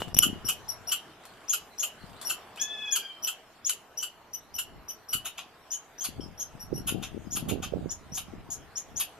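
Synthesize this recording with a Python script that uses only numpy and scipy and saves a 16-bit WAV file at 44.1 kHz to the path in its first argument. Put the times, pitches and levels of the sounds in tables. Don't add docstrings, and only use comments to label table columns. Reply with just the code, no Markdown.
import sys
import numpy as np
from scipy import signal
from scipy.fft import rfft, irfft, next_fast_len
from scipy.io import wavfile
from scipy.ndimage import uniform_filter1d, map_coordinates

SR = 44100
rng = np.random.default_rng(int(sys.argv[2]) if len(sys.argv) > 2 else 0)


def field_ratio(decibels):
    return 10 ** (np.asarray(decibels, dtype=float) / 20)


def pcm_store(signal):
    levels = np.round(np.clip(np.atleast_2d(signal), -1, 1) * 32767)
    wavfile.write(sys.argv[1], SR, levels.astype(np.int16).T)


N = 405279
T = np.arange(N) / SR


def unit(x):
    return x / np.sqrt(np.mean(x ** 2) + 1e-20)


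def along(points, hz):
    f, v = np.transpose(points)
    return np.interp(np.log(hz + 1), np.log(f + 1), v)


def wobble(rate):
    return unit(map_coordinates(rng.standard_normal(int(N * rate / SR) + 4), [T * rate]))


def filtered(x, response):
    m = next_fast_len(N + SR // 2)
    return irfft(rfft(x, m) * response(np.fft.rfftfreq(m, 1 / SR)), m)[..., :N]


def resonant(x, modes, order=1):
    def body(f):
        total = 0
        for k, (centre, width, db) in enumerate(modes):
            ring = 1j * f * width / (centre * centre - f * f + 1j * f * width)
            total = total + (-1) ** k * field_ratio(db) * ring ** order
        return total
    return unit(filtered(x, body))


def swell(s, length, rise, fall):
    at = np.arange(round(s * SR), min(N, round((s + length + 8 * fall) * SR)))
    t = at / SR - s
    return at, t, np.clip(t / rise, 0, 1) * np.exp(-np.clip(t - length, 0, None) / fall)


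def rush(spectrum, alike, patchy_db):
    z = signal.stft(rng.standard_normal((2, N + 512)), nperseg=512)[2]
    field = uniform_filter1d(rng.standard_normal(z.shape[1:]), size=6, axis=0)
    field = uniform_filter1d(field, size=14, axis=1)
    pair = signal.istft(z * field_ratio(patchy_db * unit(field)), nperseg=512)[1][:, :N]

    def shape(hz):
        turn = np.arccos(np.clip(along(alike, hz), -1, 1)) / 2
        return field_ratio(along(spectrum, hz)) * [np.cos(turn), np.sin(turn)]
    mid, side = filtered(pair, shape)
    return unit(np.array([mid + side, mid - side]))


def mottled(x, depth_db):
    z = signal.stft(x, nperseg=512)[2]
    field = uniform_filter1d(uniform_filter1d(rng.standard_normal(z.shape), size=5, axis=0), size=7, axis=1)
    return signal.istft(z * field_ratio(depth_db * unit(field) - 1), nperseg=512)[1][:N]


def ports(pan_db):
    return np.array([[min(pan_db, 0)], [min(-pan_db, 0)]])


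# time in seconds, level in dB.
BUSTLE = [(0.0, -50), (1.02, -52), (2.1, -51.5), (2.7, -51), (3.5, -55.5), (4.5, -57), (5.3, -54.5),
          (7.01, -55), (9.19, -54)]
# frequency in Hz, level in dB per Hz.
HUM_COLOUR = [(12, -42.5), (20, -14.5), (262, -6.5), (390, -5), (426, -3.5), (556, -7.5), (650, -1.5),
              (926, -4.5), (1110, -5), (3070, -16.5), (4000, -29.5), (5200, -58.5), (8800, -120)]
# frequency in Hz, level in dB per Hz.
HISS_COLOUR = [(1760, -33.5), (3000, -6), (3340, -4.5), (4900, -6.5), (5430, -9), (7300, -11), (10800, -15),
               (13700, -17), (15000, -41)]
# frequency in Hz, likeness from 0 to 1.
LIKENESS = [(60, 0.9), (640, 0.89), (1400, 0.73), (3000, 0.44), (6000, 0)]


def town():
    bustle_db = np.interp(T, *np.transpose(BUSTLE))
    hum = field_ratio(bustle_db - 0.78 + 0.44 * wobble(4.4)) * rush(HUM_COLOUR, LIKENESS, patchy_db=2.0)
    hiss = field_ratio(bustle_db - 10.5) * rush(HISS_COLOUR, LIKENESS, patchy_db=4.5)
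    phase = np.array([[0], [1]]) + .5 * wobble(60)
    line = field_ratio(-75.5 + 2 * wobble(12)) * np.sin(2 * np.pi * 13194 * T + phase)
    return hum + hiss + line


# time in seconds, level in dB.
BREEZE_LEVEL = [(0.0, -54), (0.33, -53), (0.43, -61.5), (0.97, -73.5), (1.61, -68), (2.38, -72.5),
                (6.04, -67.5), (6.19, -60.5), (6.58, -60), (6.89, -52), (7.22, -59), (7.5, -49),
                (7.68, -48), (7.98, -54.5), (8.27, -57), (9.19, -73.5)]
# time in seconds, peak in dB, left-right difference in dB.
SOFT_GUSTS = [(0.0, -44, 6), (0.68, -55.5, 1), (0.82, -56, 27), (4.57, -58, -4.5), (4.76, -53, 3),
              (6.3, -58.5, 13.5), (6.959, -36.5, 15), (7.161, -43.5, 21), (7.531, -28.5, -15),
              (7.82, -38.5, -3.5), (8.62, -54.5, 4.5), (8.95, -51, 2)]
# time in seconds, peak in dB, pitch in Hz, left-right in dB.
BURSTS = [(0.073, -31.5, 131, 19), (0.155, -18.5, 164, 2), (0.262, -21, 220, 13), (0.326, -24, 200, 24),
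          (0.443, -32.5, 233, 8), (2.037, -33, 130, 15), (2.114, -41, 120, 24), (4.778, -43.5, 230, 7),
          (5.148, -32, 128, 13), (6.085, -31, 205, 14.5), (6.183, -34, 103, 8), (6.193, -23.5, 274, 24),
          (6.548, -34.5, 170, 19), (6.635, -46, 167, 13), (6.724, -16.5, 330, -26),
          (6.857, -33.5, 127.3, 8), (6.943, -22, 233, 27), (7.142, -29.5, 292, 29), (7.268, -28, 217, 29),
          (7.347, -29, 185.6, 27), (7.422, -25.5, 192, 39), (7.733, -17, 450, -28), (8.119, -31.5, 137, -9),
          (8.279, -38, 192, -13.5), (8.332, -30, 250, 35.5), (8.377, -36.5, 152, -4), (8.486, -39, 268, 22)]
# time in seconds, peak in dB, pitch in Hz, left-right in dB.
DIPS = [(0.148, -36, 150, 5), (0.1683, -23.5, 196, 10), (0.258, -27, 306, -15), (0.287, -39, 213, -13),
        (0.3007, -24, 285, -21), (0.31, -37, 230, 10), (0.361, -31, 294, -23), (6.241, -29, 290, 23),
        (6.2627, -29.5, 283, 20.5), (6.7362, -23, 382, -13), (6.747, -27, 185, -8), (6.754, -29, 262, 12),
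        (6.7802, -28.5, 377, 18), (6.8065, -26.5, 254, 23), (6.925, -21, 312, 19), (6.957, -21, 330, 22),
        (6.9647, -25, 290, 20), (6.976, -38, 167, 16), (7.026, -31, 181, 18), (7.1688, -24, 320, 20.5),
        (7.1777, -24, 368, 25), (7.3253, -29.5, 237, 14), (7.374, -29, 277, 16), (7.384, -32, 193, 22),
        (7.3936, -37, 272, 19), (7.4397, -30.0, 237, 18), (7.463, -28, 233, 6), (7.488, -34, 114, -18),
        (7.494, -23, 253, -17), (7.5145, -22, 417, -18), (7.5267, -20, 408, -19), (7.5393, -19, 370, -24),
        (7.5528, -21, 313, -16), (7.5603, -21, 387, -23), (7.5754, -21.5, 334, -25),
        (7.5827, -32, 408, -21), (7.603, -25, 294, -19), (7.6313, -29, 165, 17), (7.662, -30, 212.4, -12),
        (7.73, -38, 253, -5), (7.755, -24, 130, -14), (7.7602, -22, 283, -21), (7.771, -19.5, 368, -15),
        (7.783, -30.5, 387, 5), (7.793, -27, 262, 8), (7.8164, -31, 320, -19), (7.823, -34, 327, -18),
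        (7.836, -34, 175, -15), (7.8481, -24.5, 207, -18), (7.8601, -17, 340, -30)]
# frequency in Hz, level in dB per Hz.
BUFFET_COLOUR = [(20, -29), (60, -2.5), (170, 4.5), (330, -4), (500, -11.5), (800, -13), (1300, -52),
                 (2500, -120)]


def wind():
    sway_db = 1.4 * np.array([wobble(3.0), wobble(1.4)])
    level = field_ratio(np.interp(T, *np.transpose(BREEZE_LEVEL)) + sway_db - 4.5)
    gusts = [(s, db - 16.5, .55 * pan_db, 499.5, 156.5) for s, db, hz, pan_db in BURSTS]
    gusts += [(*gust, 172, 172) for gust in SOFT_GUSTS]
    for s, db, pan_db, rise, fall in gusts:
        near = slice(max(round((s - .4) * SR), 0), round((s + .4) * SR))
        loss_db = np.maximum(rise * (s - T[near]), fall * (T[near] - s))
        level[:, near] += field_ratio(db + ports(pan_db) - loss_db)

    deep = [(20, 2.0), (90, 9.0), (190, -7.0), (300, -20.0), (600, -74)]
    lull = np.minimum(level, field_ratio(-48.0)) * rush(deep, [(30, 0.94), (100, 0.37)], patchy_db=0)
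    chance, size = rng.random((2, N)), rng.standard_normal((2, N))
    eddies = (chance < 170 / SR) * np.sign(size) * field_ratio(2.5 * np.abs(size))
    out = lull + level * unit(filtered(eddies, lambda hz: field_ratio(along(BUFFET_COLOUR, hz))))

    for s, db, hz, pan_db in BURSTS:
        at, t, env = swell(s + .002, .004, rise=.003, fall=.002)
        cycles = hz * 1.27 * t * (1 - 18 * t)
        out[:, at] += field_ratio(db + 2.5 + ports(pan_db)) * env * np.sin(2 * np.pi * cycles)
    for s, db, hz, pan_db in DIPS:
        near = slice(round((s - .01) * SR), round((s + .01) * SR))
        u = (np.pi * .85 * hz * (T[near] - s)) ** 2
        out[:, near] -= field_ratio(db + ports(pan_db)) * (1 - 2 * u) * np.exp(-u)
    return out


# start in seconds, level in dB.
TICK_RUNS = [(1.235, -57), (1.994, -52.5)]


def insect():
    push = np.zeros(N)
    for s, db in TICK_RUNS:
        for k, size in enumerate(np.hanning(11)[1:-1]):
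            at, t, env = swell(s + k * 0.034, 0.003, rise=.001, fall=0.0021)
            push[at] += field_ratio(db) * np.sqrt(size) * env
    return push * resonant(rng.standard_normal(N), [(8720, 990, -3.0), (3220, 580, 1.5)])


# frequency in Hz, seconds to fall 60 dB.
WALL_DECAY = [(1000, 0.046), (2400, 0.14), (2950, 0.22), (3600, 0.16), (4500, 0.17), (6700, 0.11),
              (11000, 0.083)]
# frequency in Hz, share of the difference kept.
WALL_SPREAD = [(1000, .45), (3000, .6), (6000, 1)]


def walls(x):
    out, size = np.zeros((2, N + SR)), SR // 3
    for start in range(0, N, size):
        hz, t, z = signal.stft(rng.standard_normal((2, SR // 2)), SR, nperseg=128)
        t60 = along(WALL_DECAY, hz)[:, None]
        decay = field_ratio(-60 * t / t60) + field_ratio(-19.5 - 60 * t / (3.4 * t60))
        tail = signal.istft(z * decay, SR, nperseg=128)[1]
        wet = signal.fftconvolve(x[None, start:start + size], tail / np.linalg.norm(tail[0]), axes=1)
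        out[:, start + 200:start + 200 + wet.shape[1]] += wet
    out = out[:, :N]
    middle = out.mean(axis=0)
    return filtered(out - middle, lambda hz: along(WALL_SPREAD, hz)) + middle


# time in seconds, peak in dB, pitch in Hz.
SHELL_TAPS = [(.0072, -33, 1280), (0.0193, -17.5, 1180), (.0243, -44, 1500), (0.082, -35, 400)]


def taps():
    out = np.zeros(N)
    for s, db, hz in SHELL_TAPS:
        at, t, env = swell(s, 0, rise=.0001, fall=.0012)
        out[at] -= field_ratio(db + 2) * env * np.cos(2 * np.pi * hz * .0012 * (1 - np.exp(-t / .0012)))
    return out


# time in seconds, grit level in dB, wood level over it in dB.
SCRAPES = [(0.0, -42, -9), (0.004, -41, 10), (0.0207, -42, 12), (0.081, -48.5, 7), (1.2361, -57, 17),
           (1.2528, -45.5, 8.5), (2.2023, -75, -9), (2.2133, -39.5, -3), (2.216, -45, 1),
           (2.226, -44.5, 10), (2.2302, -55, 0), (2.239, -53, 13), (2.5593, -47.5, 2), (2.574, -46, 12.5)]
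# frequency in Hz, width in Hz, level in dB.
BOARD_RINGS = [(1208, 390, 0), (3440, 400, 9.5), (8600, 1500, 9.5), (12700, 1100, 4)]


def claws():
    push = np.zeros((2, N))
    for s, db, wood_db in SCRAPES:
        at, t, env = swell(s, 0.0017, rise=0.000875, fall=0.0051)
        push[:, at] += field_ratio([[db - 1.0], [db + wood_db - 11.0]]) * env
    grit = rng.standard_normal(N) * field_ratio(1.7 * wobble(900))
    return push[0] * resonant(grit, BOARD_RINGS[1:]) + push[1] * resonant(grit, BOARD_RINGS[:1])


# time in seconds, pitch in Hz, level in dB.
WHINE_PATH = [(2.571, 630, -59), (2.588, 800, -52), (2.62, 847, -44.5), (2.72, 865, -48.5),
              (2.8, 858, -45.5), (2.92, 838.5, -45.5), (3.05, 787, -51), (3.09, 789, -58), (3.2, 781, -68)]
# multiple of the pitch, level in dB.
NOSE_PARTIALS = [(1, -26), (2, -10), (3, -8), (4, 0), (5, -36), (6, -24), (7, -25), (8, -29), (9, -36),
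                 (10, -35), (11, -42), (12, -37), (14, -36)]
# times in seconds, lift in dB.
MOUTH_OPENING = [2.72, 2.79, 2.88, 2.93], [-5, 2.5, 1.5, -3]


def whine():
    s, hz, db = np.transpose(WHINE_PATH)
    unsteady = np.interp(T, [2.58, 2.62, 2.9, 3.0], [.035, .005, .006, .016])
    pitch = np.interp(T, s, hz) * (1 + 0.004 * wobble(80) + unsteady * wobble(600))
    turn = 2 * np.pi * np.cumsum(pitch) / SR
    waver_db = np.interp(T, [2.85, 3.0], [3.2, 5])
    stack = np.zeros(N)
    for k, level in NOSE_PARTIALS:
        lift_db = (k == 3) * np.interp(T, *MOUTH_OPENING)
        level_db = level + lift_db + waver_db * min(k / 4, 1) * wobble(90)
        stack += field_ratio(level_db) * np.sin(k * turn + k * k)
    return field_ratio(np.interp(T, s, db, left=-120, right=-120) + 9.0) * stack


# start in seconds, length in seconds, pitch in Hz, level in dB.
MOUTH_RINGS = [(0.0, 0.0085, 2897, -43), (0.019, 0.0034, 2896, -37), (0.024, 0.28, 2843, -61.5),
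               (3.99, 0.028, 3040, -51), (5.716, 0.057, 3050, -54), (6.005, 0.051, 3210, -50.5),
               (6.206, 0.0026, 3150, -47.5), (6.208, .03, 3210, -69), (6.398, 0.03, 3180, -60),
               (4.342, 0.024, 2960, -58), (6.77, 0.02, 2900, -57.5)]


def undertones():
    out, shake, throb = np.zeros(N), wobble(500), wobble(150)
    for s, length, hz, db in MOUTH_RINGS:
        at, t, env = swell(s, length, rise=.002, fall=.004)
        tone = np.sin(2 * np.pi * hz * t + .5 * shake[at])
        out[at] += field_ratio(db + 3 + 2.5 * throb[at]) * env * tone
    return out


# start in seconds, length in seconds, rasp in dB, voice over the rasp in dB.
HARSH_BARKS = [(0.218, 0.031, -34.5, 4), (0.478, 0.026, -35, -0.5), (0.911, 0.028, -36.5, 2),
               (1.523, 0.027, -38, 1), (1.821, 0.043, -42.5, 3.5), (2.289, 0.04, -41, 2.5),
               (2.949, 0.028, -37.5, -0.5), (3.267, 0.028, -39.5, 2.5), (3.686, 0.023, -39, -0.5),
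               (4.019, 0.029, -42, 2), (4.579, 0.029, -41.5, 2.5), (5.122, 0.042, -41.5, 2),
               (5.244, 0.044, -49, 3.5), (5.372, 0.02, -59.5, 13.5), (6.033, 0.038, -42, -3),
               (6.865, 0.057, -45.5, 1.5), (7.018, 0.048, -58.5, 11.5), (7.349, 0.043, -44, -2.5),
               (7.479, 0.045, -48, 4), (7.618, 0.048, -57, 12), (8.165, 0.036, -43.5, -1.5),
               (8.99, 0.048, -42.5, -2.5)]
# frequency in Hz, width in Hz, level in dB.
TIGHT_TRACT = [
    [(9300, 210, -6), (9810, 690, -0.5), (10640, 400, 7), (11680, 1100, 2.5), (12700, 400, -0.5),
     (13200, 770, -16), (4130, 200, -15.5), (10600, 9100, -5.5), (3600, 7100, -7.5)],
    [(2990, 437, 23), (2565, 210, 17)],
    [(1413, 420, 0)],
    [(6890, 660, 6.5), (7455, 150, 10.5), (5900, 620, -3)],
]
# frequency in Hz, width in Hz, level in dB.
SLACK_TRACT = [
    [(10130, 880, 0.5), (11000, 600, 1), (11500, 430, 4.5), (12380, 900, -5), (13240, 800, -9.5),
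     (5400, 2000, -9)],
    [(2590, 315, -1), (3180, 300, 2), (3630, 410, -2)],
    [(1080, 62, 0), (1404, 160, -2.5), (810, 170, -5), (1710, 190, -18.5)],
    [(5060, 2600, -7), (6600, 530, 3.5), (7170, 1100, -6)],
]
# frequency in Hz, width in Hz, level in dB.
CLOSING_MOUTH = [
    [(2927, 150, 0)],
    [(2750, 190, 0)],
]


def barks():
    throat_db, closing_db, nose_db = (-8.5, -3.5, -5), (-16, -7.5, -13), (-4.5, -3.5)
    pushes, pitch = np.zeros((2, 5, N)), np.full(N, 1480.)
    voiced = np.array(HELD_WHISTLES + BREAKING_WHISTLES)[:, 0]
    for s, length, db, voice_db in HARSH_BARKS:
        alone = int(np.min(np.abs(s - voiced)) > .1)
        slack = int(alone or s > 5.2)
        state = slack + alone
        parts_db = [6, voice_db, voice_db + throat_db[state], voice_db + nose_db[slack],
                    voice_db + closing_db[state]]
        for part, (part_db, rise) in enumerate(zip(parts_db, (.011, .018, .019, .017, .016))):
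            closing = part == 4
            fall = 0.012 if closing else 0.0086
            at, t, env = swell(s + .016 * closing, max(length * 0.5, rise), rise, fall)
            pushes[slack, part, at] += field_ratio(db + part_db + 7.5) * env * np.clip(t / rise, 0, 1) ** 0.39
        pitch[at] = 1480 - 400 * np.exp(-t / .008)
    pulses = np.diff(np.floor(np.cumsum(pitch * (1 + 0.065 * wobble(500))) / SR), prepend=0)
    noise, out = rng.standard_normal(N), np.zeros(N)
    tracts = TIGHT_TRACT + [CLOSING_MOUTH[0]], SLACK_TRACT + [CLOSING_MOUTH[1]]
    for push, tract, rough, steep in zip(pushes, tracts, (.68, .85), (2, 1)):
        source = np.sqrt(1 - rough) * unit(pulses - pulses.mean()) + np.sqrt(rough) * noise
        for p, modes in zip(push, tract):
            out += p * field_ratio(2.2 * wobble(260)) * resonant(source, modes, order=steep)
    return mottled(out, depth_db=1.8)


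# start in seconds, length in seconds, pitch in Hz, level in dB, breath in dB.
HOARSE_YELPS = [(1.493, 0.021, 6640, -34, -22), (1.794, 0.02, 6660, -38.5, -22),
                (2.613, 0.012, 6690, -35, -20.5), (2.92, 0.02, 6700, -34, -19.5),
                (3.657, 0.023, 6720, -36.5, -22.5), (4.004, 0.022, 5970, -55, -6.5),
                (5.714, 0.045, 6650, -44, -19), (6.006, 0.026, 6410, -45.5, -14.5),
                (6.396, 0.034, 6450, -45, -31), (7.317, 0.031, 6740, -45, -17),
                (7.904, 0.022, 6890, -45, -18.5), (8.143, 0.026, 6600, -48, -5),
                (8.501, 0.041, 6620, -49.5, -7), (8.767, 0.022, 6720, -43.5, -17),
                (8.966, 0.018, 6660, -42, -14.5)]


def yelps():
    out, shake = np.zeros(N), wobble(1200)
    throb = np.sin(2 * np.pi * np.cumsum(210 * (1 + .3 * wobble(90))) / SR)
    breath = resonant(rng.standard_normal(N), [(5700, 1200, 3.3), (6740, 570, 13.0), (10600, 3000, 4.3),
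                                               (11200, 1400, 8.5), (13050, 210, 2.1)])
    for s, length, hz, db, breath_db in HOARSE_YELPS:
        at, t, env = swell(s, length, rise=.003, fall=.006)
        env = env * (.65 + .35 * np.sin(np.pi * np.clip(t / length, 0, 1)))
        end_drop = .05 * np.clip((t - length + .006) / .012, 0, 1)
        turn = 2 * np.pi * np.cumsum(hz * (1.015 - .02 * t / length - end_drop + .007 * shake[at])) / SR
        tone = np.sin(turn)
        tone += field_ratio(-22) * np.sin(turn / 2 + 1.06 * shake[at])
        tone += field_ratio(-15.0) * np.sin(1.5 * turn) + field_ratio(-27.0) * np.sin(2 * turn)
        throbbing = 1 + np.clip(0.36 + 18 * t, 0, .6) * throb[at]
        out[at] += field_ratio(db + 11.5) * env * (throbbing * tone + field_ratio(breath_db + 6) * breath[at])
    return out


# start in seconds, length in seconds, pitch in Hz, level in dB,
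# half-pitch tone in dB.
HELD_WHISTLES = [(0.141, 0.023, 5780, -32.5, -11.5), (0.164, 0.066, 5850, -36.5, -15),
                 (0.448, 0.028, 5700, -37, -21), (0.683, 0.03, 5710, -38.5, -30.5),
                 (0.872, 0.032, 5700, -37.5, -16.5), (2.249, 0.039, 5700, -38, -24),
                 (3.225, 0.035, 5904, -38.5, -17.5), (4.333, 0.026, 5960, -41, -26),
                 (4.541, 0.0283, 5880, -40.5, -20), (4.884, 0.033, 5940, -41, -18),
                 (5.086, 0.032, 5790, -41, -21), (6.597, 0.041, 5760, -49, -36),
                 (6.74, 0.049, 5774, -46.5, -36)]
# start in
# seconds, # length in seconds, pitch in Hz, level in dB, octave in dB.
BREAKING_WHISTLES = [(1.482, 0.023, 5890, -36, -7), (1.782, 0.024, 5840, -38.5, 1.5),
                     (2.599, 0.031, 5910, -36, -6.5), (2.91, 0.0087, 5880, -31.5, -0.5),
                     (3.648, 0.014, 5876, -31.5, -7.5), (3.974, 0.021, 5924, -36, -2),
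                     (5.707, 0.026, 6050, -37, -6), (5.982, 0.026, 5990, -41.5, -6),
                     (6.206, 0.038, 5510, -50, -9.5), (6.378, 0.061, 5870, -47, 1.5),
                     (7.307, 0.044, 5950, -44, -1), (7.895, 0.029, 5920, -41.5, -21),
                     (8.122, 0.034, 6100, -42, -2), (8.758, 0.018, 6050, -36, -17),
                     (8.961, 0.011, 6300, -33.5, -23)]
# share below the pitch, time in seconds.
SCOOP_SHAPES = [
    (.29, .003),
    (.12, .012),
]


def whistles():
    out, shake, throb = np.zeros(N), wobble(1200), wobble(250)
    husk = wobble(300)
    fuzz = resonant(rng.standard_normal(N), [(5400, 700, 0), (8800, 600, -14), (11000, 900, -13)], order=2)
    calls = [(s, length, hz, db, 3.5, half_db) for s, length, hz, db, half_db in HELD_WHISTLES]
    calls += [(*row, -34) for row in BREAKING_WHISTLES]
    for s, length, hz, db, octave_db, half_db in calls:
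        at, t, env = swell(s - .004, length + 0.000656, rise=0.006, fall=.003)
        late = np.clip((t - .02) / 0.006, 0, 1)
        split = np.clip((t - .008) / .014, 0, 1) ** 2
        scoop, scoop_s = SCOOP_SHAPES[int(s > 8.1)]
        low = scoop * np.exp(-t / scoop_s)
        low += .07 * late * np.clip((t - length + .005) / .011, 0, 1)
        bend = 1 - low + .3 * t * (1 - late) + .003 * shake[at] - .028 * late * np.abs(shake[at])
        turn = 2 * np.pi * np.cumsum(hz * bend) / SR
        tone = np.sin(turn) + field_ratio(octave_db - 3 - 150 * low) * np.sin(2 * turn + .25 * shake[at])
        tone += field_ratio(-17) * np.clip(t / .016, 0, 1) * fuzz[at]
        half = np.sin(np.pi * hz * 1.02 * t + .4 * throb[at] + .5 * shake[at])
        tone += split * field_ratio(half_db + 7 + 3 * husk[at]) * half
        tone += field_ratio(-24) * np.sin(1.5 * turn + .4 * shake[at])
        out[at] += field_ratio(db + 3 - 55 * low + (2 + 2 * late) * throb[at]) * env * tone
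    return out


# delay in seconds, level in dB.
NEAR_BOUNCES = [(.004, -13), (.009, -14), (.017, -15), (.027, -17), (.038, -17)]
# frequency in Hz, left-right difference in dB.
PORT_LEAN = [(1000, 2), (4500, 2), (7300, 7.5), (8700, 1), (11000, 5.5), (13300, -10)]
# frequency in Hz, lag in radians.
PORT_LAG = [(3000, 0), (3900, .6), (5400, 1.0), (6200, 1.5), (7800, 2.4), (10000, 2.6), (12500, 4.2)]


def reach_ports(near):
    side = np.array([[.5], [-.5]])

    def path(hz):
        bounce = 1
        for s, db in NEAR_BOUNCES:
            bounce = bounce + field_ratio(db) * np.exp(-2j * np.pi * hz * s * (1 + 0.00515 * side))
        return bounce * field_ratio(side * along(PORT_LEAN, hz)) * np.exp(-1j * (side + .5) * along(PORT_LAG, hz))
    return filtered(near, path)


def scene():
    steady = whine()
    near = whistles() + yelps() + barks() + steady + claws() + insect() + undertones()
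    near = filtered(near, lambda hz: 1 - .6 * np.exp(-((hz - 8400) / 260) ** 2))
    return reach_ports(near) + field_ratio(-3.5) * walls(near - .3 * steady) + wind() + town() + taps()


def top_cut(x):
    return signal.sosfilt(signal.butter(12, 15520, fs=SR, output="sos"), x)


# start in seconds, end in seconds, gain in dB.
GAIN_STEPS = [(.134, .1455, -16), (.1455, .1468, 8), (.1468, .1508, 2), (.1508, .1668, -26),
              (.1668, .169, 5), (.169, .176, 3)]


def record(dry):
    gain = np.ones(N)
    for start, stop, db in GAIN_STEPS:
        gain[round(start * SR):round(stop * SR)] = field_ratio(db)
    out = dry * gain
    # written at, length, taken from (seconds)
    at, size, source = (round(s * SR) for s in (.1881, .0037, .236))
    colour = [(2000, -22), (3000, -8), (5000, -14), (7400, 0), (9000, -6), (12000, 9), (14500, -4)]
    scrap = filtered(dry, lambda hz: field_ratio(along(colour, hz)))[:, source:source + size]
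    out[:, at:at + size] = .85 * np.tanh(1.6 * scrap / np.abs(scrap).max()) / np.tanh(1.6)
    top = [(14150, 0.11), (14420, -28.5), (15500, -42)]
    mix = filtered(out, lambda hz: field_ratio(along(top, hz)))
    return top_cut(mix)


dry = scene()
out = record(dry)
pcm_store(out)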